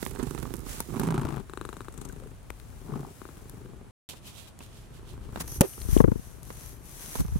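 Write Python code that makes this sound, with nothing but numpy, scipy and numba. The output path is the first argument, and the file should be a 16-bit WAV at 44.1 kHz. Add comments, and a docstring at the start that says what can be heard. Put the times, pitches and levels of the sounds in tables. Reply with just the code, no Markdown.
"""A cat purrs with its fur and muzzle against a small stereo camera while it is scratched.
From the start fur hisses over the case, with pops and small taps; each purr cycle thumps the chest,
rattles the throat and hisses through the nose. Near 1 s and 3 s the muzzle traps air that booms;
wet snaps follow. The sound breaks off at an edit cut at 3.9 s, then scratching crackles in the coat.
At 5.6 s the head butts the case hard, and the purr twice puffs on the microphone ports."""
import sys
import numpy as np
from scipy import signal
from scipy.fft import rfft, irfft
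from scipy.io import wavfile
from scipy.ndimage import uniform_filter1d
from numba import njit

SR = 44100
rng = np.random.default_rng(int(sys.argv[2]) if len(sys.argv) > 2 else 0)


def to_wav(s):
    """Save 16-bit WAV."""
    ch = np.atleast_2d(s).T  # columns
    pcm = np.round(np.clip(ch, -1, 1) * 32767)  # PCM
    wavfile.write(sys.argv[1], SR, pcm.astype(np.int16))


N = 325899
T = np.arange(N) / SR
GESTURE_T = np.arange(0, N / SR, .001)

# purr strokes: (start [s], cycle rate [Hz], length [s], crest [share of length], swell [dB],
# chest [dB], throat [dB], rasp [dB])
PURR_STROKES = [(0.032, 25.48, 0.77, 0.24, 12, -37.5, -35.5, -47.5),
                (0.887, 27.41, 0.53, 0.31, 8.5, -39.5, -30.5, -44),
                (1.497, 25.85, 0.5, 0.32, 10.5, -45.5, -47, -53.5),
                (1.939, 27.07, 0.4, 0.15, 10.5, -43.5, -42, -53),
                (2.357, 27.23, 0.49, 0.83, 16, -44.5, -56, -65),
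                (2.809, 27.06, 0.31, 0.46, 18.5, -44.5, -34.5, -57),
                (3.217, 27.55, 0.18, .5, -1, -51.5, -57, -63.5),
                (3.375, 25.52, 0.5, 0.58, 7, -48, -47, -62), (4.165, 26.93, 0.36, .3, 3, -55, -63.5, -83),
                (4.619, 24.46, 0.54, 0.96, 12.5, -47, -52, -62.5),
                (5.134, 26.19, 0.505, 0.61, 5, -41, -46.5, -57),
                (5.81, 26.13, 0.37, 0.22, 4, -37.5, -45.5, -58.5),
                (6.265, 25.86, 0.46, 0.23, 2, -46, -54, -70), (6.727, 25.7, 0.51, 0.085, -3, -51, -55, -75),
                (7.208, 27.26, 0.18, .8, -0.5, -35, -53, -58.5)]
# cat's position: (time [s], left minus right [dB])
CAT_PAN = [(0, -11), (.45, -14.5), (.95, -11.5), (1.15, -2.5), (1.33, 13.5), (2.1, 10), (2.95, 5.5),
           (3.87, 5.5), (4.13, -2), (5.1, 2.5), (5.75, 2.5), (6.3, 25), (6.6, 9), (7.39, 3)]
# bright tick: (frequency [Hz], gain [dB])
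TICK_COLOUR = [(1500, -60), (3500, 3), (6000, 12.5), (9000, 16.5), (11500, 19), (16000, 4)]


def undb(db):
    return 10 ** (np.asarray(db) / 20)


def curves(rows):
    """Each column interpolated over the first, time."""
    times_s, *columns = np.transpose(rows)
    return [np.interp(T, times_s, column) for column in columns]


def gate(start_s, end_s):
    """One over the span plus 4 ms each side; soft edges."""
    return uniform_filter1d(1. * (T > start_s - .004) * (T < end_s + .004), 128)


def swell(start_s, length_s, crest, depth_db, edge):
    """Gain on GESTURE_T: rises to a crest, sags, fades. Crest and edge are shares of the length."""
    rise = np.interp(GESTURE_T, start_s + length_s * np.array([0, np.clip(crest, .01, .99), 1]), [0, 1, 0])
    outside = np.maximum(np.abs((GESTURE_T - start_s) / length_s - .5) - .5, 0)
    return undb(-depth_db * (1 - rise) ** 1.17) * np.exp(-np.minimum(outside / edge, 20))


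def power_sum(gains):
    """Gesture gains added in power, at audio rate."""
    total = np.sqrt(sum(gain ** 2 for gain in gains))
    return np.array([np.interp(T, GESTURE_T, channel) for channel in np.atleast_2d(total)])


def burst(age_s, decay_s, floor):
    """Rise and decay within a cycle, over a constant floor."""
    return age_s / decay_s * np.exp(1 - age_s / decay_s) + floor


def colour(x, points):
    """Minimum-phase filter through (Hz, dB) points; keeps the power of white noise."""
    hz, db = np.transpose(points)
    size = 8192
    bins_hz = np.maximum(np.arange(size // 2 + 1) * SR / size, 1)
    gain = undb(np.interp(np.log(bins_hz), np.log(hz), db))
    cepstrum = irfft(np.log(gain))
    cepstrum[1:size // 2] *= 2
    cepstrum[size // 2 + 1:] = 0
    response = irfft(np.exp(rfft(cepstrum)))
    return signal.fftconvolve(x, response[None] / np.linalg.norm(response))[:, :N]


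@njit
def resonator(x, hz, damping):
    """State-variable filter, moving centre: (low-pass, band-pass). Damping is width over centre."""
    out = np.empty((2, len(x)))
    band_state, low_state = 0., 0.
    for i in range(len(x)):
        g = np.tan(np.pi * hz[i] / SR)
        band = (band_state + g * (x[i] - low_state)) / (1 + g * (g + damping))
        out[0, i], out[1, i] = low_state + g * band, band
        band_state, low_state = 2 * band - band_state, low_state + 2 * g * band
    return out


def lowpass(x, hz, damping):
    return np.array([resonator(channel, hz * np.ones(N), damping)[0] for channel in x])


def bandpass(x, hz, damping):
    return np.array([resonator(channel, hz * np.ones(N), damping)[1] for channel in x])


def ring(start_s, hz, db, t60_s):
    """One decaying mode."""
    age_s = np.maximum(T - start_s, 0)
    return undb(db - 60 * np.minimum(age_s / t60_s, 10)) * np.sin(2 * np.pi * hz * age_s)


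def steady(x, window=3400):
    """Unit power over the window, in samples; faster pulsing stays."""
    power = uniform_filter1d(uniform_filter1d(np.mean(x ** 2, 0), window), window)
    return x / np.sqrt(np.abs(power) + 1e-12)


def pan(db):
    """Constant-power gains from left minus right."""
    gains = undb(np.array([db, -db]) / 2).reshape(2, -1)
    return gains / np.sqrt(np.mean(gains ** 2, 0))


def ports(x, apart):
    """Two unrelated signals as mid and side at the microphone ports."""
    return (x[0] + apart * x[1] * np.array([[1], [-1]])) / np.hypot(1, apart)


def noise():
    return rng.standard_normal((2, N))


def grains(rate_hz, spread_db):
    """Random clicks of uneven size; unit power."""
    clicks = (rng.random((2, N)) < rate_hz / SR) * np.sign(noise()) * undb(spread_db * noise())
    return clicks / clicks.std()


def wander(rate_hz):
    """Random values, held and slewed."""
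    hold = int(SR / rate_hz)
    held = np.repeat(rng.standard_normal(N // hold + 1), hold)[:N]
    return 1.12 * uniform_filter1d(uniform_filter1d(held, hold), hold)


def flutter(rate_hz, spread_db):
    """Pulse train of uneven gaps and strengths; unit power."""
    gap, strength = rng.standard_normal((4000, 2)).T
    at = (np.cumsum(np.exp(.35 * gap) / rate_hz) * SR).astype(int)
    pulses = np.zeros(N)
    pulses[at[at < N]] = undb(spread_db * np.clip(strength[at < N], -2, 2))
    return pulses / pulses.std()


def transient(start_s, t60_s):
    """A click and a dying noise tail; unit energy on the left."""
    at, size = int(start_s * SR), 4096
    tail = ports(rng.standard_normal((2, size)), apart=1) * undb(-60 * T[:size] / t60_s)
    tail *= 3 / np.linalg.norm(tail[0])
    tail[:, 0] += 1
    out = np.zeros((2, N + size))
    out[:, at:at + size] = tail / np.linalg.norm(tail[0])
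    return out[:, :N]


def room():
    """Faint, steady low noise."""
    # background: (frequency [Hz], gain [dB])
    room_colour = [(20, -14), (100, 6), (300, -9), (1000, -16), (2500, -25), (5000, -32), (10000, -29),
                   (16000, -53)]
    return colour(ports(noise(), apart=.75), room_colour) * undb(-50.5)


def fur():
    """Hairs slip over the case; its hollows come and go as the coat covers them."""
    # brushes: (start [s], length [s], crest [share of length], level [dB], left minus right [dB])
    brushes = [(0, 0.1, 0.27, -41.5, -12), (0.117, .5, 0.36, -47.5, -8.5), (0.671, 0.14, 0.3, -37.5, -2.5),
               (0.814, 0.25, 1, -45.5, -4), (1.2, 0.21, .6, -53, 0), (1.475, 0.46, 0.66, -55.5, 2),
               (1.996, 0.39, 0.27, -58.5, 1), (2.55, 1.03, 0.66, -53.5, 5.5), (5.35, 0.19, .4, -46, 3),
               (5.401, 0.02, 0.41, -29, 0), (5.477, 0.1, 0.99, -37.5, 0.5), (5.625, 0.13, .3, -40.5, 4.5),
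               (5.743, .14, 0.66, -42, 4), (5.897, 0.11, 0.43, -33.5, 4), (6.037, .33, 0.66, -50.5, 2.5),
               (6.466, 0.27, 0.72, -44.5, 3), (6.86, 0.21, 0.76, -43, 4.5), (7.026, .19, 0.94, -37, 3),
               (7.26, 0.14, 1, -48, -1)]
    # sliding hair: (frequency [Hz], gain [dB])
    hiss_colour = [(300, -3.5), (1200, -0.5), (2500, -4.5), (4800, -5.5), (6100, -3), (7600, -2.5),
                   (9200, -3.5), (10400, -1), (11700, -6), (13500, -5), (16000, -7.5)]
    # case resonances: (centre [Hz], width [Hz], gain [dB])
    hollows = [(6100, 500, -4), (9300, 900, -4), (11600, 1300, 1)]
    # coat over the hollows: (time [s], resonance gain [dB])
    cover = [(0, -45), (3.2, -15.5), (5.4, -13), (5.5, 17), (5.95, 9.5), (6.15, 2.5), (7.2, 7.5)]
    gain = power_sum(swell(start_s, length_s, crest, depth_db=5, edge=.17) * undb(db) * pan(pan_db)
                     for start_s, length_s, crest, db, pan_db in brushes)
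    catches = .6 * grains(rate_hz=350, spread_db=6)
    hiss = colour(ports(noise() + catches, apart=1), hiss_colour)
    cover_db = curves(cover)[0]
    out = hiss
    for hz, width_hz, gain_db in hollows:
        drift_db = 4 * np.tanh(wander(rate_hz=8))
        damping = width_hz / hz
        out = out + bandpass(hiss, hz, damping) * damping * undb(gain_db + cover_db + drift_db)
    return steady(out) * gain * undb(-2.5)


def snags():
    """Stiff hairs catch on the case and let go one by one."""
    # snagging: (start [s], length [s], level [dB], left minus right [dB])
    spells = [(0.018, .08, -42.5, -22), (.32, 0.089, -55, -10), (0.532, .08, -54, -16),
              (0.977, 0.23, -56.5, 3)]
    gain = power_sum(swell(start_s, length_s, crest=.35, depth_db=5.5, edge=.41) * undb(db) * pan(pan_db)
                     for start_s, length_s, db, pan_db in spells)
    ticks = ports([flutter(rate_hz=70, spread_db=5), flutter(rate_hz=55, spread_db=5)], apart=.6)
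    return colour(ticks, TICK_COLOUR) * gain


def pops_and_taps():
    """Sharp pops of the opening purr and small taps on the case: dull body, bright tick."""
    # pops and taps: (time [s], body [dB], tick [dB], 40 dB decay time [s], left minus right [dB])
    events = [(0.028, -30, -44, 0.01, -12), (0.064, -25, -54, 0.0042, -15), (0.16, -39, -70, 0.017, -12),
              (0.196, -32.5, -68, 0.056, -11), (0.227, -35.5, -69, 0.066, -20),
              (0.271, -39, -65, 0.029, -14), (0.378, -35, -61, 0.019, -23),
              (0.428, -35.5, -47.5, 0.018, -16), (0.452, -43, -67, 0.015, -20),
              (0.5395, -34.5, -43, 0.003, -24.5), (0.804, -32, -33.5, 0.0089, 1),
              (0.997, -32, -38, 0.011, 4), (2.504, -37.5, -47.5, 0.0048, 23), (2.6, -46, -55.5, 0.0018, 11),
              (3.496, -55, -47.5, 0.0086, 8), (4.135, -44.5, -69.5, 0.042, -13),
              (4.59, -55, -57, 0.005, -7), (4.606, -45, -79, 0.045, -2), (4.637, -65, -58, 0.012, 14),
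              (5.359, -31.5, -80, 0.017, -5.5), (5.373, -37, -73, 0.035, 5), (5.407, -37, -60, 0.065, 0),
              (5.779, -42.5, -63, 0.019, -6), (6.431, -56, -49, 0.0074, 17), (6.504, -37, -61, 0.017, 0),
              (7.154, -30, -41, 0.025, -14), (7.188, -39.5, -59, 0.02, -3), (7.205, -35.5, -40.5, 0.026, 1)]
    # dull body: (frequency [Hz], gain [dB])
    body_colour = [(80, -10.5), (200, 11), (400, 8.5), (650, -2), (900, 3.5), (1500, -3.5), (2500, -13),
                   (4000, -15), (8000, -28.5)]
    body, tick = 0, 0
    for start_s, body_db, tick_db, t40_s, pan_db in events:
        click = transient(start_s, t60_s=1.5 * t40_s) * pan(pan_db)
        body = body + click * undb(body_db)
        tick = tick + click * undb(tick_db)
    return colour(body, body_colour) * undb(26) + colour(tick, TICK_COLOUR) * undb(27.5)


def larynx():
    """A pulse at each opening of the vocal folds, and the time since the last."""
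    ends_s = [start_s for start_s, *_ in PURR_STROKES[1:]] + [N / SR]
    times_s = np.concatenate([np.arange(start_s, end_s - .012, 1 / hz)
                              for (start_s, hz, *_), end_s in zip(PURR_STROKES, ends_s)])
    pulses = np.zeros(N)
    pulses[(times_s * SR).astype(int)] = 1
    return pulses, T - np.maximum.accumulate(pulses * T)


def efforts():
    """Each purr stroke swells and sags."""
    return np.array([swell(start_s, length_s, crest, depth_db, edge=.03)
                     for start_s, _, length_s, crest, depth_db, *_ in PURR_STROKES])


def spatter(flaps, decay_s):
    """Each tissue clap breaks into a tiny wet noise burst."""
    energy = signal.lfilter([1], [1, -np.exp(-2 / (decay_s * SR))], flaps ** 2)
    spray = ports(noise(), apart=.71) * np.sqrt(energy)
    return spray / spray.std()


def purr(pulses, age_s, flaps):
    """Each cycle thumps the chest and sends a flurry of flaps through throat and mouth."""
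    # chest, throat and mouth responses: (frequency [Hz], gain [dB])
    chest_colour = [(15, -30.5), (26, -11.5), (36, 20.5), (51, 7.5), (68, 15), (85, -4.5), (108, 8.5),
                    (135, 2.5), (220, -42)]
    throat_colour = [(70, -32.5), (110, -4), (135, 4), (190, -4.5), (250, -1.5), (305, -6), (385, -3),
                     (480, -11.5), (620, -27), (900, -51.5)]
    rasp_colour = [(350, -24), (620, -6), (830, 1), (1000, -1), (1200, 0), (1620, -6), (1950, -14),
                   (2600, -14), (3300, -20), (3950, -19), (5000, -29), (16000, -46)]
    beat = pulses * undb(4.3 * noise()[0]) / pulses.std()
    chest = steady(colour(beat + 1.15 * ports(noise(), apart=.77), chest_colour))
    rattle = (flaps + .46 * ports(noise(), apart=.6)) * burst(age_s, decay_s=.0044, floor=.27)
    throat = steady(colour(rattle + .21 * beat, throat_colour))
    spray = spatter(flaps, decay_s=.0009) + .25 * ports(noise(), apart=.7)
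    rasp = steady(colour(spray * burst(age_s, decay_s=.004, floor=.3), rasp_colour))
    effort = efforts()
    chest_gain, throat_gain, rasp_gain = undb(np.transpose(PURR_STROKES)[-3:, :, None])
    chest *= power_sum(chest_gain * effort ** .44)  # the chest swells less
    throat *= power_sum(throat_gain * effort)
    rasp *= power_sum(rasp_gain * effort)
    return (chest + throat + rasp) * pan(curves(CAT_PAN)[0])


def nose(age_s):
    """Each cycle lets a small, uneven jet through the nostrils."""
    # hiss at full effort, as the nostrils turn to and from the microphone: (time [s], level [dB])
    levels = [(0, -50), (.4, -50.5), (.65, -74), (1.05, -48), (1.45, -58.5), (1.85, -58), (2.03, -47),
              (2.15, -58), (2.45, -65)]
    # nostril jet: (frequency [Hz], gain [dB])
    jet_colour = [(1500, -9), (3000, -11), (4100, -8.5), (5200, -16.5), (6000, -4.5), (7300, -2.5),
                  (8700, 0.5), (9800, -6.5), (11800, -7.5), (16000, -22)]
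    jets = ports(noise(), apart=1) * burst(age_s, decay_s=.0021, floor=.092)
    jets *= undb(3.2 * wander(rate_hz=54))
    gain = power_sum(efforts()) ** .98 * undb(curves(levels)[0]) * gate(levels[0][0], levels[-1][0])
    return steady(colour(jets, jet_colour)) * gain * pan(.8 * curves(CAT_PAN)[0])


def nudges():
    """Soft pushes near the muzzle, each leaving only a low, damped thud."""
    # thuds: (time [s], pitch [Hz], level [dB], t60 [s], left minus right [dB])
    thuds = [(.228, 246, -15, 0.05, -18), (1.244, 75, -19, 0.067, 14), (2.503, 65, -30.5, .08, 10),
             (5.404, 158, -28, 0.076, 0), (5.584, 75, -21, 0.055, -4)]
    attack_s = .0024
    out = 0
    for start_s, hz, db, t60_s, pan_db in thuds:
        push = 1 - np.exp(-np.maximum(T - start_s, 0) / attack_s)
        out = out + push * ring(start_s, hz, db, t60_s) * pan(pan_db)
    return out


def pings():
    """Small, short-lived resonances around the muzzle."""
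    # resonances: (time [s], pitch [Hz], peak [dB], t60 [s])
    modes = [(0.455, 1170, -30.5, .015), (.803, 917, -28.5, 0.036), (2.098, 1530, -41.5, .03),
             (2.222, 517, -41.5, .05), (2.26, 417, -37.5, 0.059), (2.503, 2390, -29, 0.007),
             (4.591, 7360, -31.5, 0.0014), (4.606, 2680, -41, 0.015), (4.637, 10800, -43, 0.0018),
             (5.7348, 2950, -41, 0.0099), (5.7365, 5200, -49, .011), (5.817, 3230, -37.5, 0.0094),
             (5.8175, 4260, -28, 0.0035), (5.9765, 3080, -24, 0.0049)]
    return sum(ring(*mode) for mode in modes) * pan(2)


def air_pocket(age_s, flaps):
    """Muzzle on the case: tissue claps twice a cycle, buzzes and rings air, lower as the gap closes."""
    # presses: (start [s], length [s], crest [share of length], initial resonance [Hz],
    # boom [dB], buzz [dB], buzz cut-off [Hz])
    presses = [(0.943, 0.449, 0.34, 292.6, -29, -38, 7000), (2.86, .24, 0.34, 161, -41.5, -45.5, 1700)]
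    # close rasp of the claps: (frequency [Hz], gain [dB])
    buzz_colour = [(300, -12.5), (650, 1), (850, 6), (1200, 3), (1650, -6.5), (2000, -14.5), (2400, -11),
                   (3300, -17.5), (4000, -21.5), (5000, -32.5), (9000, -18.5), (16000, -41)]
    clap_gap_s, closed_hz, closing_s = .018, 138.6, .065
    clap_age_s = age_s % clap_gap_s
    onsets = (np.diff(clap_age_s, prepend=0) < 0) * (age_s < 1.5 * clap_gap_s)
    claps = onsets * undb(2.3 * noise()[0])
    drive = claps / claps.std() + .68 * flaps * burst(clap_age_s, decay_s=.004, floor=.2)
    buzz = colour(spatter(drive, decay_s=.0025), buzz_colour)
    out = 0
    for start_s, length_s, crest, open_hz, boom_db, buzz_db, cutoff_hz in presses:
        hz = closed_hz + (open_hz - closed_hz) * np.exp(-np.maximum(T - start_s, 0) / closing_s)
        press = power_sum([swell(start_s, length_s, crest, depth_db=11, edge=.018)])
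        boom = steady(bandpass(drive, hz, damping=.077))
        muffled = steady(lowpass(buzz, cutoff_hz, damping=2.))
        out = out + boom * undb(boom_db) * press + muffled * undb(buzz_db) * press ** .69
    return out * pan(.65 * curves(CAT_PAN)[0])


def snaps(pulses):
    """With the mouth close, each cycle starts with a wet click; fur in between dulls it."""
    # snapping: (start [s], length [s], crest [share of length], level [dB], cut-off [Hz])
    spells = [(1.494, 0.29, 0.31, -14, 6940), (1.795, .02, .5, -16.5, 5100), (1.879, .02, .5, -13.5, 4060),
              (3.206, 0.11, 0.14, -17.5, 2570)]
    # wet click: (frequency [Hz], gain [dB])
    snap_colour = [(50, -54), (200, 8.5), (370, 17), (650, -3.5), (1200, 9.5), (1600, 4), (2100, -13.5),
                   (2600, -5.5), (3300, -13), (3950, 0), (5100, -31), (7500, -4), (11000, -5), (16000, -48)]
    clicks = 0
    for start_s, length_s, crest, db, cutoff_hz in spells:
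        gain = power_sum([swell(start_s, length_s, crest, depth_db=8.5, edge=.015) * undb(db)])
        clicks = clicks + lowpass(pulses * gain + 1e-18, cutoff_hz, damping=2.33)
    return colour(clicks, snap_colour) * undb(8) * pan(11.4)


def scratching():
    """Short strokes through the coat: dense, fine crackle."""
    # scratches: (start [s], length [s], level [dB], left minus right [dB])
    strokes = [(4.072, 0.052, -39, -5), (4.152, 0.038, -53, 5), (4.252, 0.058, -45, -0.5),
               (4.342, 0.11, -47, -10), (4.471, 0.025, -51, 8), (4.608, 0.06, -51, -3),
               (4.698, 0.16, -55.5, -4), (4.93, 0.067, -55.5, -4), (5.069, .07, -52.5, -5),
               (5.215, 0.077, -59.5, 5)]
    # coat crackle: (frequency [Hz], gain [dB])
    coat_colour = [(600, 3), (1900, -5), (2500, 5), (3300, 7), (4800, 2), (7000, 1), (9500, 1), (13000, -2),
                   (16000, -10.5)]
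    gain = power_sum(swell(start_s, length_s, crest=.37, depth_db=7.5, edge=.37) * undb(db) * pan(pan_db)
                     for start_s, length_s, db, pan_db in strokes)
    hairs = ports(noise() + .7 * grains(rate_hz=1200, spread_db=6), apart=.95)
    return steady(colour(hairs, coat_colour)) * gain


def bump():
    """The head butts the camera: crack, thump of the case, short scrape, falling rub."""
    # case modes: (pitch [Hz], t60 [s], level [dB])
    modes = [(169, 0.053, -8.5), (223, 0.027, 1.5), (365, 0.057, -9.5), (527, .028, -38),
             (860, 0.029, -14.5)]
    # (frequency [Hz], gain [dB])
    scrape_colour = [(100, 11), (500, 9), (1000, -5), (2700, -5.5), (4500, -13), (8000, -6.5),
                     (16000, -10)]
    # (time [s], pitch [Hz], level [dB])
    rub_path = [(5.618, 565, -20.5), (5.626, 574, -29), (5.636, 494, -28.5), (5.648, 374, -26.5),
                (5.657, 380, -32.5), (5.675, 380, -51)]
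    hit_s = 5.609
    crack = colour(transient(hit_s, t60_s=.00375), TICK_COLOUR)
    thump = sum(ring(hit_s, hz, db, t60_s) for hz, t60_s, db in modes)
    scrape = gate(hit_s + .004, hit_s + .005) * colour(ports(noise(), apart=1), scrape_colour)
    rub_hz, rub_db = curves(rub_path)
    rub = steady(bandpass(ports(noise(), apart=.86), rub_hz, damping=.09), window=600)
    rub *= undb(rub_db) * gate(rub_path[0][0], rub_path[-1][0])
    return crack * undb(7.5) + thump * undb(-7.5) + scrape * undb(-14.5) + rub


def puffs(age_s):
    """Each cycle throws an eddy at one port; the other swings the opposite way."""
    # breath on a port, one curve a spell: (time [s], level [dB], cut-off [Hz], left minus right [dB])
    spells = [
        [(5.82, -42, 110, 9), (5.893, -25, 116, 14), (5.935, -19, 170, 9), (6.005, -13.5, 610, 13),
         (6.082, -18.5, 288, 10.5), (6.12, -21.5, 313, 12.5), (6.16, -31.5, 286, 10), (6.22, -41, 150, 12)],
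        [(7.18, -28, 200, -5), (7.21, -22.5, 240, 0), (7.28, -40, 95, -25), (7.325, -30, 89, 10),
         (7.36, -22.5, 156, -16), (7.39, -37, 130, -6)],
    ]
    # (frequency [Hz], gain [dB])
    wind_colour = [(12, -54), (35, 8.5), (120, 4.5), (300, -1.5), (450, -1), (650, -10.5), (880, -3.5),
                   (1500, -6.5), (4000, -17), (9000, -18)]
    out = 0
    for spell in spells:
        db, cutoff_hz, pan_db = curves(spell)
        eddies = ports(noise(), apart=.2) * burst(age_s, decay_s=.0026, floor=.026)
        wind = colour(lowpass(eddies, cutoff_hz, damping=.84), wind_colour)
        out = out + steady(wind, window=1700) * undb(db) * gate(spell[0][0], spell[-1][0]) * pan(pan_db)
    return out * np.array([[1], [-1]])


def scene():
    pulses, age_s = larynx()
    # soft tissue claps shut several times a cycle
    flaps = ports([flutter(rate_hz=140, spread_db=3), flutter(rate_hz=190, spread_db=3)], apart=.35)
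    cat = purr(pulses, age_s, flaps) + snaps(pulses) + air_pocket(age_s, flaps)
    cat += nose(age_s) + puffs(age_s)
    return cat + room() + fur() + snags() + scratching() + pops_and_taps() + pings() + nudges() + bump()


def record(dry):
    """The sound clips at full scale, breaks off briefly at an edit cut, and lacks the highest treble."""
    cut_s, resume_s, cutoff_hz = 3.909, 4.089, 15800
    live = 1 - (T > cut_s) * (T < resume_s)
    treble_filter = signal.ellip(10, .2, 80, cutoff_hz, fs=SR, output="sos")
    return signal.sosfilt(treble_filter, np.clip(dry, -1, 1) * live)


dry = scene()
out = record(dry)
to_wav(out)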